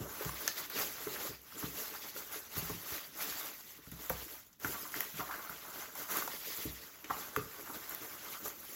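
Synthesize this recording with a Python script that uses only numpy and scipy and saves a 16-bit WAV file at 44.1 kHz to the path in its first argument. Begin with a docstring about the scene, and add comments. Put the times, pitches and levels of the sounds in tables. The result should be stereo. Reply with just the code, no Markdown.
"""Hands dig through shredded paper in a cardboard box, near a two-port microphone in a furnished room.
Strips hiss and tick from the start; the sharpest crease snaps near 0.48 s, the strongest stroke is near 0.81 s.
Strokes and box thuds go on to a lull near 3.8 s; a thud and kraft crinkles follow at 4.1 s, a dip near 4.5 s.
Crinkles crowd at 5.2-5.5 s, strong strokes come at 6-6.2 s, a hard thud near 7.4 s, then snaps to 8.5 s.
Friction is slips over shaped noise; snaps and crinkles are kicked resonances; thuds are decaying wall modes."""
import sys
import numpy as np
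from scipy import signal
from scipy.fft import rfft, irfft, next_fast_len
from scipy.io import wavfile
from scipy.ndimage import uniform_filter1d, map_coordinates

SR = 44100
rng = np.random.default_rng(int(sys.argv[2]) if len(sys.argv) > 2 else 0)


def store_wav(level_fs):
    """Save 16-bit WAV to argv[1]."""
    pcm = np.round(np.clip(np.atleast_2d(level_fs), -1, 1) * 32767)
    wavfile.write(sys.argv[1], SR, pcm.T.astype(np.int16))


N = 385875


def amp(db):
    """Amplitude factor of a level in dB."""
    return 10 ** (np.asarray(db) / 20)


def unit(x):
    """x scaled to an RMS of 1 in each row."""
    return x / np.sqrt(np.mean(x ** 2, -1, keepdims=True) + 1e-20)


def along(points, hz):
    """Interpolate (Hz, value) points on a log frequency axis."""
    point_hz, value = np.transpose(points)
    return np.interp(np.log(hz + 1), np.log(point_hz + 1), value)


def curves(rows):
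    """One value per sample for each column after the time."""
    time_s, *columns = np.transpose(rows)
    return [np.interp(np.arange(N) / SR, time_s, column) for column in columns]


def wobble(knots_per_s):
    """A smooth random curve."""
    knots = rng.standard_normal(int(N * knots_per_s / SR) + 4)
    return map_coordinates(knots, [np.arange(N) * knots_per_s / SR])


def filtered(x, response):
    """x times a complex response of frequency."""
    size = next_fast_len(N + SR // 2)
    spectrum = rfft(x, size) * response(np.fft.rfftfreq(size, 1 / SR))
    return irfft(spectrum, size)[..., :N]


def resonances(peaks, hz):
    """Sum of (centre Hz, width Hz, dB) resonances of alternating sign."""
    total = 0
    for k, (centre, width, db) in enumerate(peaks):
        damping = 1j * hz * width
        total = total + (-1) ** k * amp(db) * damping / (centre ** 2 - hz ** 2 + damping)
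    return total


# Room air noise colour. Each row: frequency in Hz, level in relative dB.
AIR_COLOUR = [(20, -23), (60, 3.5), (300, -2.5), (700, -32), (3000, -43), (15500, -28)]


def air():
    """Steady noise with most of its level in the lows, independent in the two rows."""
    noise = rng.standard_normal((2, N))
    return amp(-70.5) * unit(filtered(noise, lambda hz: amp(along(AIR_COLOUR, hz))))


# Room decay. Each row: frequency in Hz, t60 in s.
ROOM_T60 = [(150, 0.37), (1500, 0.35), (12000, 0.16)]


def room(hits):
    """Convolve with a noise tail in which each frequency dies at its own speed."""
    hz, t, z = signal.stft(rng.standard_normal((2, SR // 2)), SR, nperseg=256)
    decay = amp(-60 * t / along(ROOM_T60, hz)[:, None])
    tail = signal.istft(z * decay, SR, nperseg=256)[1]
    tail = tail / np.linalg.norm(tail[0])
    delayed = np.pad(hits, (130, 0))[None]  # samples
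    return signal.fftconvolve(delayed, tail, axes=1)[:, :N]


# Port phase. Each row: frequency in Hz, lead of left over right in radians.
PORT_LEAD = [(0, 0), (600, -.9), (1200, -.9), (2600, -2.1), (3400, -1.9), (4400, -3.3), (6200, -4.8),
             (8300, -3.2), (9600, -3.1), (13200, -.05), (14800, .05), (15700, .8)]
# Stereo likeness of left and right by frequency. Each row: frequency in Hz, likeness (no unit).
STEREO_LIKENESS = [(60, .8), (300, .8), (700, .2), (1400, .7), (2000, .55), (3600, .28), (5000, .55),
                   (7300, .65), (8300, .98), (9600, .98), (10400, .85), (12400, .84), (13400, .98),
                   (14700, .98), (15800, .7)]
# Port balance. Each row: frequency in Hz, left minus right in dB.
PORT_BALANCE = [(60, -1), (150, 0), (380, 0.5), (950, -3.5), (2380, -1.5), (5980, -1), (15000, 0.5)]


def ports(pair):
    """The direct row reaches both ports with a phase offset; the scattered row differs in sign between them."""
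    def mix(hz):
        turn = np.arccos(np.clip(along(STEREO_LIKENESS, hz), 0, 1)) / 2
        return np.array([np.cos(turn), np.sin(turn)])

    def offset(hz):
        side = np.array([[.5], [-.5]])  # left, right
        phase = side * np.interp(hz, *np.transpose(PORT_LEAD))
        return amp(side * along(PORT_BALANCE, hz)) * np.exp(1j * phase)

    direct, scattered = filtered(pair, mix)
    return filtered(np.array([direct + scattered, direct - scattered]), offset)


# Blows on the box.
# Each row: start in s, wall drive in relative dB, most driven pitch in Hz, deep drive in relative dB.
THUDS = [(0, -40, 294, -43.5), (0.203, -27.5, 434, -73), (0.248, -41, 269, -42), (0.751, -36, 357, -76),
         (0.795, -33, 444, -69), (1.063, -29.5, 370, -53), (1.289, -37, 356, -51), (1.56, -37, 310, -64),
         (1.629, -26.5, 287, -47), (2.156, -33.5, 454, -75.5), (2.353, -35.5, 420, -76.5),
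         (2.561, -39, 285, -39.5), (2.694, -32.5, 380, -44), (2.62, -42.5, 250, -46.5),
         (2.743, -34, 266, -55), (3.783, -44, 298, -68), (3.866, -51, 237, -53.5), (3.916, -44, 202, -52),
         (4.097, -24, 274, -42.5), (4.64, -28.5, 320, -47), (4.941, -47, 372, -69), (5.136, -34, 211, -61),
         (5.186, -30, 285, -56), (5.488, -43, 212, -60.5), (6.65, -32, 254, -38.5), (7.036, -36, 290, -70),
         (7.094, -33, 315, -55), (7.365, -21.5, 340, -43.5), (7.694, -35, 295, -65), (8.452, -35, 408, -82)]
# Modes of the box walls. Each row: frequency in Hz, level in relative dB, t60 in s.
BOX_MODES = [(50.6, -5, 0.18), (63.7, -4.5, 0.28), (88.7, 0, 0.15), (103.5, -2, 0.14), (134, 3, 0.14),
             (169.3, -1, 0.17), (206, 1.5, 0.054), (255, 1, 0.064), (298.6, 5, 0.051), (375, 2.5, 0.055),
             (436, 5.5, 0.082), (490, 0, 0.058), (578, 7.5, 0.053)]


def thuds():
    """A soft blow rings wall modes near its own pitch, and the deep modes in which the whole box rocks."""
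    out, t = np.zeros(N + SR), np.arange(SR // 2)[:, None] / SR
    hz, mode_db, t60_s = np.transpose(BOX_MODES)
    rise = 1 - np.exp(-t * hz / 1.1)  # builds up over about one cycle
    for start_s, wall_db, centre_hz, deep_db in THUDS:
        wall_reach = amp(wall_db - 11 - 35.0 * np.log2(hz / centre_hz) ** 2)
        deep_reach = amp(deep_db + 3.5 - 2.47 * np.log2(hz / 90) ** 2)
        scatter_db = rng.normal(0, 3.25, len(hz))
        strength = (wall_reach + deep_reach) * amp(mode_db + scatter_db - 60 * t / t60_s)
        ring = strength * rise * np.sin(2 * np.pi * (hz * t + rng.random(len(hz))))
        out[round((start_s + .004) * SR):][:len(t)] += ring.sum(1)
    return out[:N]


def buckles(events, width, rattle, order=2):
    """Each fold lets go at once: a kick and a dying rattle through a steep, broad resonance of the sheet."""
    out, t = np.zeros(N + SR), np.arange(4096) / SR
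    f = np.fft.rfftfreq(len(t), 1 / SR)
    for start_s, peak_db, hz, t60_s in events:
        burst = rattle * amp(-60 * t / max(t60_s, .002)) * rng.standard_normal(len(t))
        burst[0] += 1  # kick
        sheet = resonances([(hz, width * hz, 0)], f) ** order
        ring = irfft(rfft(burst) * sheet)
        out[round((start_s + .0007) * SR):][:len(t)] += amp(peak_db) * ring / np.abs(ring).max()
    return out[:N]


# Kraft paper buckling. Each row: start in s, fold peak in dB, fold centre in Hz, rattle t60 in s,
# crack peak in dB.
CRINKLES = [(0.093, -44, 1300, .03, -44), (0.2487, -44, 1300, 0.027, -23.5),
            (0.291, -30.5, 1120, 0.031, -31), (0.4777, -21.5, 1820, 0.015, -19),
            (0.699, -37.5, 1450, .04, -35), (0.798, -36, 2200, 0.027, -33), (1.071, -33.5, 1340, .035, -37),
            (1.159, -33, 1630, 0.042, -40.5), (1.626, -37, 865, 0.031, -36), (2.163, -37, 1390, 0.057, -41),
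            (2.562, -40, 1300, 0.063, -35), (2.695, -36.5, 960, 0.1, -32), (2.98, -29, 2000, 0.013, -36),
            (3.867, -49, 1500, .03, -41), (3.917, -45, 2380, .035, -38), (4.097, -27, 1400, 0.054, -21),
            (4.1, -23, 574, 0.042, -33), (4.599, -59, 1500, .03, -46), (4.646, -23.5, 1190, 0.042, -23),
            (4.678, -39, 1490, 0.018, -37), (4.739, -35, 1300, 0.17, -41), (4.852, -37, 1294, .06, -49),
            (4.941, -23.5, 1400, 0.0084, -40), (5.0053, -25, 1970, 0.011, -23),
            (5.196, -32, 1100, 0.05, -43.5), (5.205, -24.5, 1060, 0.021, -43),
            (5.212, -31.5, 840, 0.044, -46), (5.232, -42, 1300, 0.033, -46), (5.29, -33, 1000, 0.25, -50),
            (5.31, -28.5, 1420, 0.054, -37), (5.324, -31, 1300, 0.049, -36), (5.339, -31, 1420, 0.04, -44),
            (5.355, -38, 1500, .04, -46), (5.391, -37, 1180, 0.12, -47), (5.47, -39, 1500, 0.043, -46),
            (5.4938, -30.5, 1380, 0.02, -44), (5.51, -44, 1450, .06, -48), (5.9547, -39.5, 1100, 0.03, -37),
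            (6.221, -30, 1150, 0.034, -36.5), (6.276, -28, 910, 0.022, -25),
            (7.043, -29.5, 2460, 0.073, -30), (7.098, -28.5, 1240, 0.089, -40),
            (7.105, -21.5, 944, 0.041, -31), (7.3619, -19, 1260, 0.016, -20), (7.513, -41, 2500, .015, -42),
            (7.671, -42, 1200, .04, -42), (7.696, -37.5, 1000, 0.13, -42), (8.347, -41, 1300, 0.028, -34),
            (8.455, -35.5, 1070, 0.036, -43)]


def folds():
    """The body of each crinkle: a kraft fold buckles at its own pitch."""
    events = [(s, peak_db, hz, t60_s) for s, peak_db, hz, t60_s, _ in CRINKLES]
    return buckles(events, width=0.93, rattle=0.3, order=3)


def cracks():
    """The crack of each crinkle: a short burst through a very wide resonance."""
    events = [(s, crack_db, 2400, .018) for s, _, _, _, crack_db in CRINKLES]
    return buckles(events, width=4.0, rattle=1.0)


# Creases snapping in the strips. 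Each row: start in s, peak in dB, centre in Hz, rattle t60 in s.
SNAPS = [(0.224, -27, 12500, .006), (0.3431, -24, 12700, .006), (0.4774, -3.5, 6000, .003),
         (0.4784, -21, 10800, .004), (0.699, -26, 12000, .015), (1.416, -40, 12500, .015),
         (1.8795, -23, 12800, .008), (2.1635, -29, 13000, .008), (3.9151, -32, 9500, .03),
         (4.0962, -19, 12580, .03), (4.4675, -44, 11000, .015), (4.5284, -43, 6800, .03),
         (4.5985, -36, 11000, .012), (5.006, -12.5, 11500, .006), (5.4985, -26, 12720, .008),
         (5.9524, -29, 9000, .02), (6.1695, -14, 11500, .008), (7.0415, -36, 4850, .03),
         (7.363, -24, 11000, .04), (7.61, -31, 10000, .02), (7.772, -29, 10000, .008),
         (7.8942, -21, 12000, .008), (7.948, -20, 11000, .006), (8.481, -19, 12000, .008)]


def snaps():
    """Single creases let go as short, mostly bright resonant bursts."""
    return buckles(SNAPS, width=0.94, rattle=0.56, order=3)


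def friction(response, per_s, spread_db, clump_db, hiss, patchy_db):
    """Tiny slips of random size over sliding hiss; row 0 direct, row 1 scattered by the heap."""
    slips = rng.random((2, N)) < per_s / SR
    size_db = spread_db * np.minimum(rng.exponential(size=(2, N)), 3.2)
    sizes = amp(size_db) * rng.standard_normal((2, N))
    rub = np.sqrt(1 - hiss) * unit(slips * sizes) + np.sqrt(hiss) * rng.standard_normal((2, N))
    # different strips take turns: patches of gain in time and frequency
    z = signal.stft(rub * amp(clump_db * wobble(40)), nperseg=512)[2]
    field = uniform_filter1d(rng.standard_normal(z.shape[1:]), size=6, axis=0)
    field = uniform_filter1d(field, size=4, axis=1)
    rub = signal.istft(z * amp(patchy_db * field / field.std()), nperseg=512)[1][:, :N]
    return unit(filtered(rub, response))


# Box wall colour. Each row: frequency in Hz, level in relative dB per Hz.
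WALL_COLOUR = [(20, -41), (45, -4.5), (100, -5.5), (300, 1.5), (450, 3), (700, -7), (1500, -11.5)]


def wall_scrape(level_db):
    """Sparse slips and hiss rub the box walls, which ring in their modes."""
    # width in Hz of a mode from its t60
    modes = [(hz, np.log(1000) / np.pi / t60_s, db) for hz, db, t60_s in BOX_MODES]

    def tone(hz):
        return amp(along(WALL_COLOUR, hz)) * (1 + 1.03 * np.abs(resonances(modes, hz)))

    return amp(level_db) * friction(tone, per_s=250, spread_db=1.0, clump_db=-1.84, hiss=0.8, patchy_db=3.0)


# Kraft paper colour. Each row: frequency in Hz, level in relative dB per Hz.
KRAFT_COLOUR = [(300, -50), (600, 0.5), (850, -2.5), (1400, 1.5), (2000, -7), (3500, -16.5), (7000, -13)]
# Modes of the hollow kraft bag. Each row: frequency in Hz, width in Hz, level in relative dB.
BAG_MODES = [(828, 11, 3), (1135, 120, -3.5), (1540, 20, 3.5), (2077, 25, 10)]


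def kraft_rub(level_db):
    """Slips and hiss rub the kraft bag, which rings in its hollow modes."""
    def tone(hz):
        return amp(along(KRAFT_COLOUR, hz)) * (1 + 0.79 * np.abs(resonances(BAG_MODES, hz)))

    return amp(level_db) * friction(tone, per_s=900, spread_db=2.5, clump_db=1.97, hiss=0.61, patchy_db=1.5)


# Strip colour. Each row: frequency in Hz, level in relative dB per Hz.
STRIP_COLOUR = [(800, -56), (1800, -1), (2600, -1.5), (3900, -1.5), (4800, 1), (6200, -6.5), (9000, -14),
                (15500, -9)]


def strip_rustle(level_db):
    """Dense slips and hiss of strips sliding over each other, strongest in the mid band."""
    def tone(hz):
        return amp(along(STRIP_COLOUR, hz))

    return amp(level_db) * friction(tone, per_s=2500, spread_db=1.0, clump_db=1.5, hiss=0.57, patchy_db=2.5)


# Cut edge colour. Each row: frequency in Hz, level in relative dB per Hz.
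EDGE_COLOUR = [(3000, -66), (5500, -5), (7500, 0.5), (10000, 1.5), (14500, -2.5), (15900, -2.5)]


def edge_tone(hz):
    """Bright response of the cut edges."""
    return amp(along(EDGE_COLOUR, hz))


def edge_fizz(level_db):
    """Very dense slips and hiss of the cut edges make a fine fizz."""
    rub = friction(edge_tone, per_s=5000, spread_db=-0.5, clump_db=1.5, hiss=0.43, patchy_db=3.0)
    return amp(level_db) * rub


def strip_ticks(level_db):
    """Single strips flick free: sparse slips without hiss."""
    rub = friction(edge_tone, per_s=120, spread_db=1.2, clump_db=1.5, hiss=0, patchy_db=3.0)
    return amp(level_db) * rub


# Strokes of the hands.
# Each row: peak time in s, level in dB, nominal time in s to rise 10 dB, nominal time in s to fall 10 dB.
STROKES = [(.13, -48.5, .1, 0.33), (.25, -48, 0.12, 0.23), (.48, -45, 0.38, 0.063),
           (0.586, -42.5, 0.03, 0.07), (.66, -49, 0.15, .015), (.703, -45, .004, .03),
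           (0.812, -34, 0.06, 0.0559), (.9, -46.5, .02, 0.31), (1.262, -42, 0.22, 0.06),
           (1.44, -61.5, .03, 0.8), (1.53, -52.5, 0.04, 0.27), (1.65, -42.5, .07, 0.07),
           (1.8, -42.5, 0.07, 0.12), (2.05, -47, 0.26, 0.29), (2.18, -49, .02, 0.2),
           (2.33, -43.5, 0.02, 0.11), (2.581, -40.5, 0.05, 0.04), (2.7, -41, 0.08, 0.05),
           (2.95, -42, 0.2, 0.12), (3.219, -40.5, 0.05, 0.26), (3.45, -45, 0.1, 0.08), (3.7, -54, 0.3, 0.2),
           (3.872, -57, .006, .12), (3.922, -51, 0.006, 0.07), (4.012, -47, 0.035, 0.14),
           (4.11, -45.5, 0.02, 0.18), (4.21, -47.5, 0.04, 0.09), (4.33, -48, 0.1, 0.082),
           (4.535, -67, .05, .045), (4.602, -55, .005, .05), (4.642, -42, 0.022, 0.35),
           (4.96, -38, 0.0264, 0.08), (5.205, -45.5, 0.079, 0.06), (5.33, -48, 0.12, 0.45),
           (5.82, -46.5, 0.15, 0.1), (6.001, -40.5, 0.03, 0.07), (6.12, -39, 0.0243, 0.0847),
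           (6.171, -34.5, 0.045, 0.0757), (6.37, -44, 0.24, 0.01), (6.58, -42.5, 0.31, 0.18),
           (6.9, -57.5, 0.6, 1), (7.11, -50.5, 0.02, 0.15), (7.2, -44, 0.08, 0.09), (7.38, -51, 0.14, 0.13),
           (7.6, -52.5, .3, 0.27), (7.76, -46.5, 0.09, 0.07), (7.93, -47, .1, 0.06),
           (8.02, -49, 0.07, 0.25), (8.34, -46, 0.16, 0.13), (8.415, -50, .01, .03),
           (8.46, -42, 0.02, 0.06), (8.58, -53, 0.4, 1), (8.75, -47, 0.13, 0.089)]
ROUND_DB = 2  # depth over which a stroke's top is rounded
SETTLE_DB = 14  # further under the peak the slope doubles


def strokes():
    """Digging level in dB: each stroke swells to its peak and dies away; overlapping strokes add in power."""
    t = np.arange(0, N, step=32) / SR
    peak_s, level_db, rise_s, fall_s = np.transpose(STROKES)[:, :, None]
    down_db = 10 * np.where(t < peak_s, (peak_s - t) / rise_s, (t - peak_s) / fall_s)
    down_db = np.hypot(down_db, ROUND_DB) - ROUND_DB
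    down_db = down_db + np.maximum(down_db - SETTLE_DB, 0)
    power = amp(2 * (level_db - down_db)).sum(0)
    tremble_db = 0.94 * wobble(22)  # the grip trembles a little
    return np.interp(np.arange(N) / SR, t, 10 * np.log10(power)) + tremble_db


# Levels relative to the strokes as the hands move about the box.
# Each row: time in s, kraft bag in dB, box walls in dB, mid-band rustle in dB before a trim.
CONTACT = [(0, 0, 10.5, -19), (.15, -2.5, -6.5, -1), (.6, -5, -8, 1.5), (1.2, -2.5, -7, 1),
           (2, -5, -8.5, 0.5), (2.9, -5, -10, 0.5), (3.5, -4, -10.5, 1.5), (3.65, -11, -19, -4),
           (3.83, -3, -2, -0.5), (3.95, -7, -10, -1.5), (4.3, -6.5, -13, -1.5), (4.8, -4, -7.5, -1),
           (5.1, -5.5, -10, 0.5), (5.4, -1.5, -6.5, -2), (5.6, 0, -8, 0.5), (6.05, -3, -10, -4),
           (6.5, -10.5, -10.5, 0.5), (7, -2, -7.5, 1), (7.3, -2, -3.5, -1.5), (8, -2, -6.5, 0),
           (8.75, -9, -9.5, -2.5)]


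def digging():
    """Strips, bag and walls rub as the hands move; in harder digging the fizz grows faster than the rustle."""
    stroke_db = strokes()
    kraft_db, walls_db, mid_db = curves(CONTACT)
    rustle_db = stroke_db + mid_db - 1.5 - 0.092 * (stroke_db + 40.0)
    paper = edge_fizz(stroke_db + 3.0) + strip_rustle(rustle_db) + strip_ticks(stroke_db - 11)
    return paper + kraft_rub(stroke_db + kraft_db) + wall_scrape(stroke_db + walls_db)


def scene():
    """Digging and air reach the ports as they are; the hits arrive direct and through the room."""
    hits = thuds() + folds() + cracks() + snaps()
    direct_hits = hits * np.array([[1], [0]])
    return ports(air() + amp(-9.5) * room(hits) + direct_hits + digging())


TOP_HZ = 15900


def record(dry):
    """The recorder keeps nothing above its band limit."""
    return filtered(dry, lambda hz: hz < TOP_HZ)


dry = scene()
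out = record(dry)
store_wav(out)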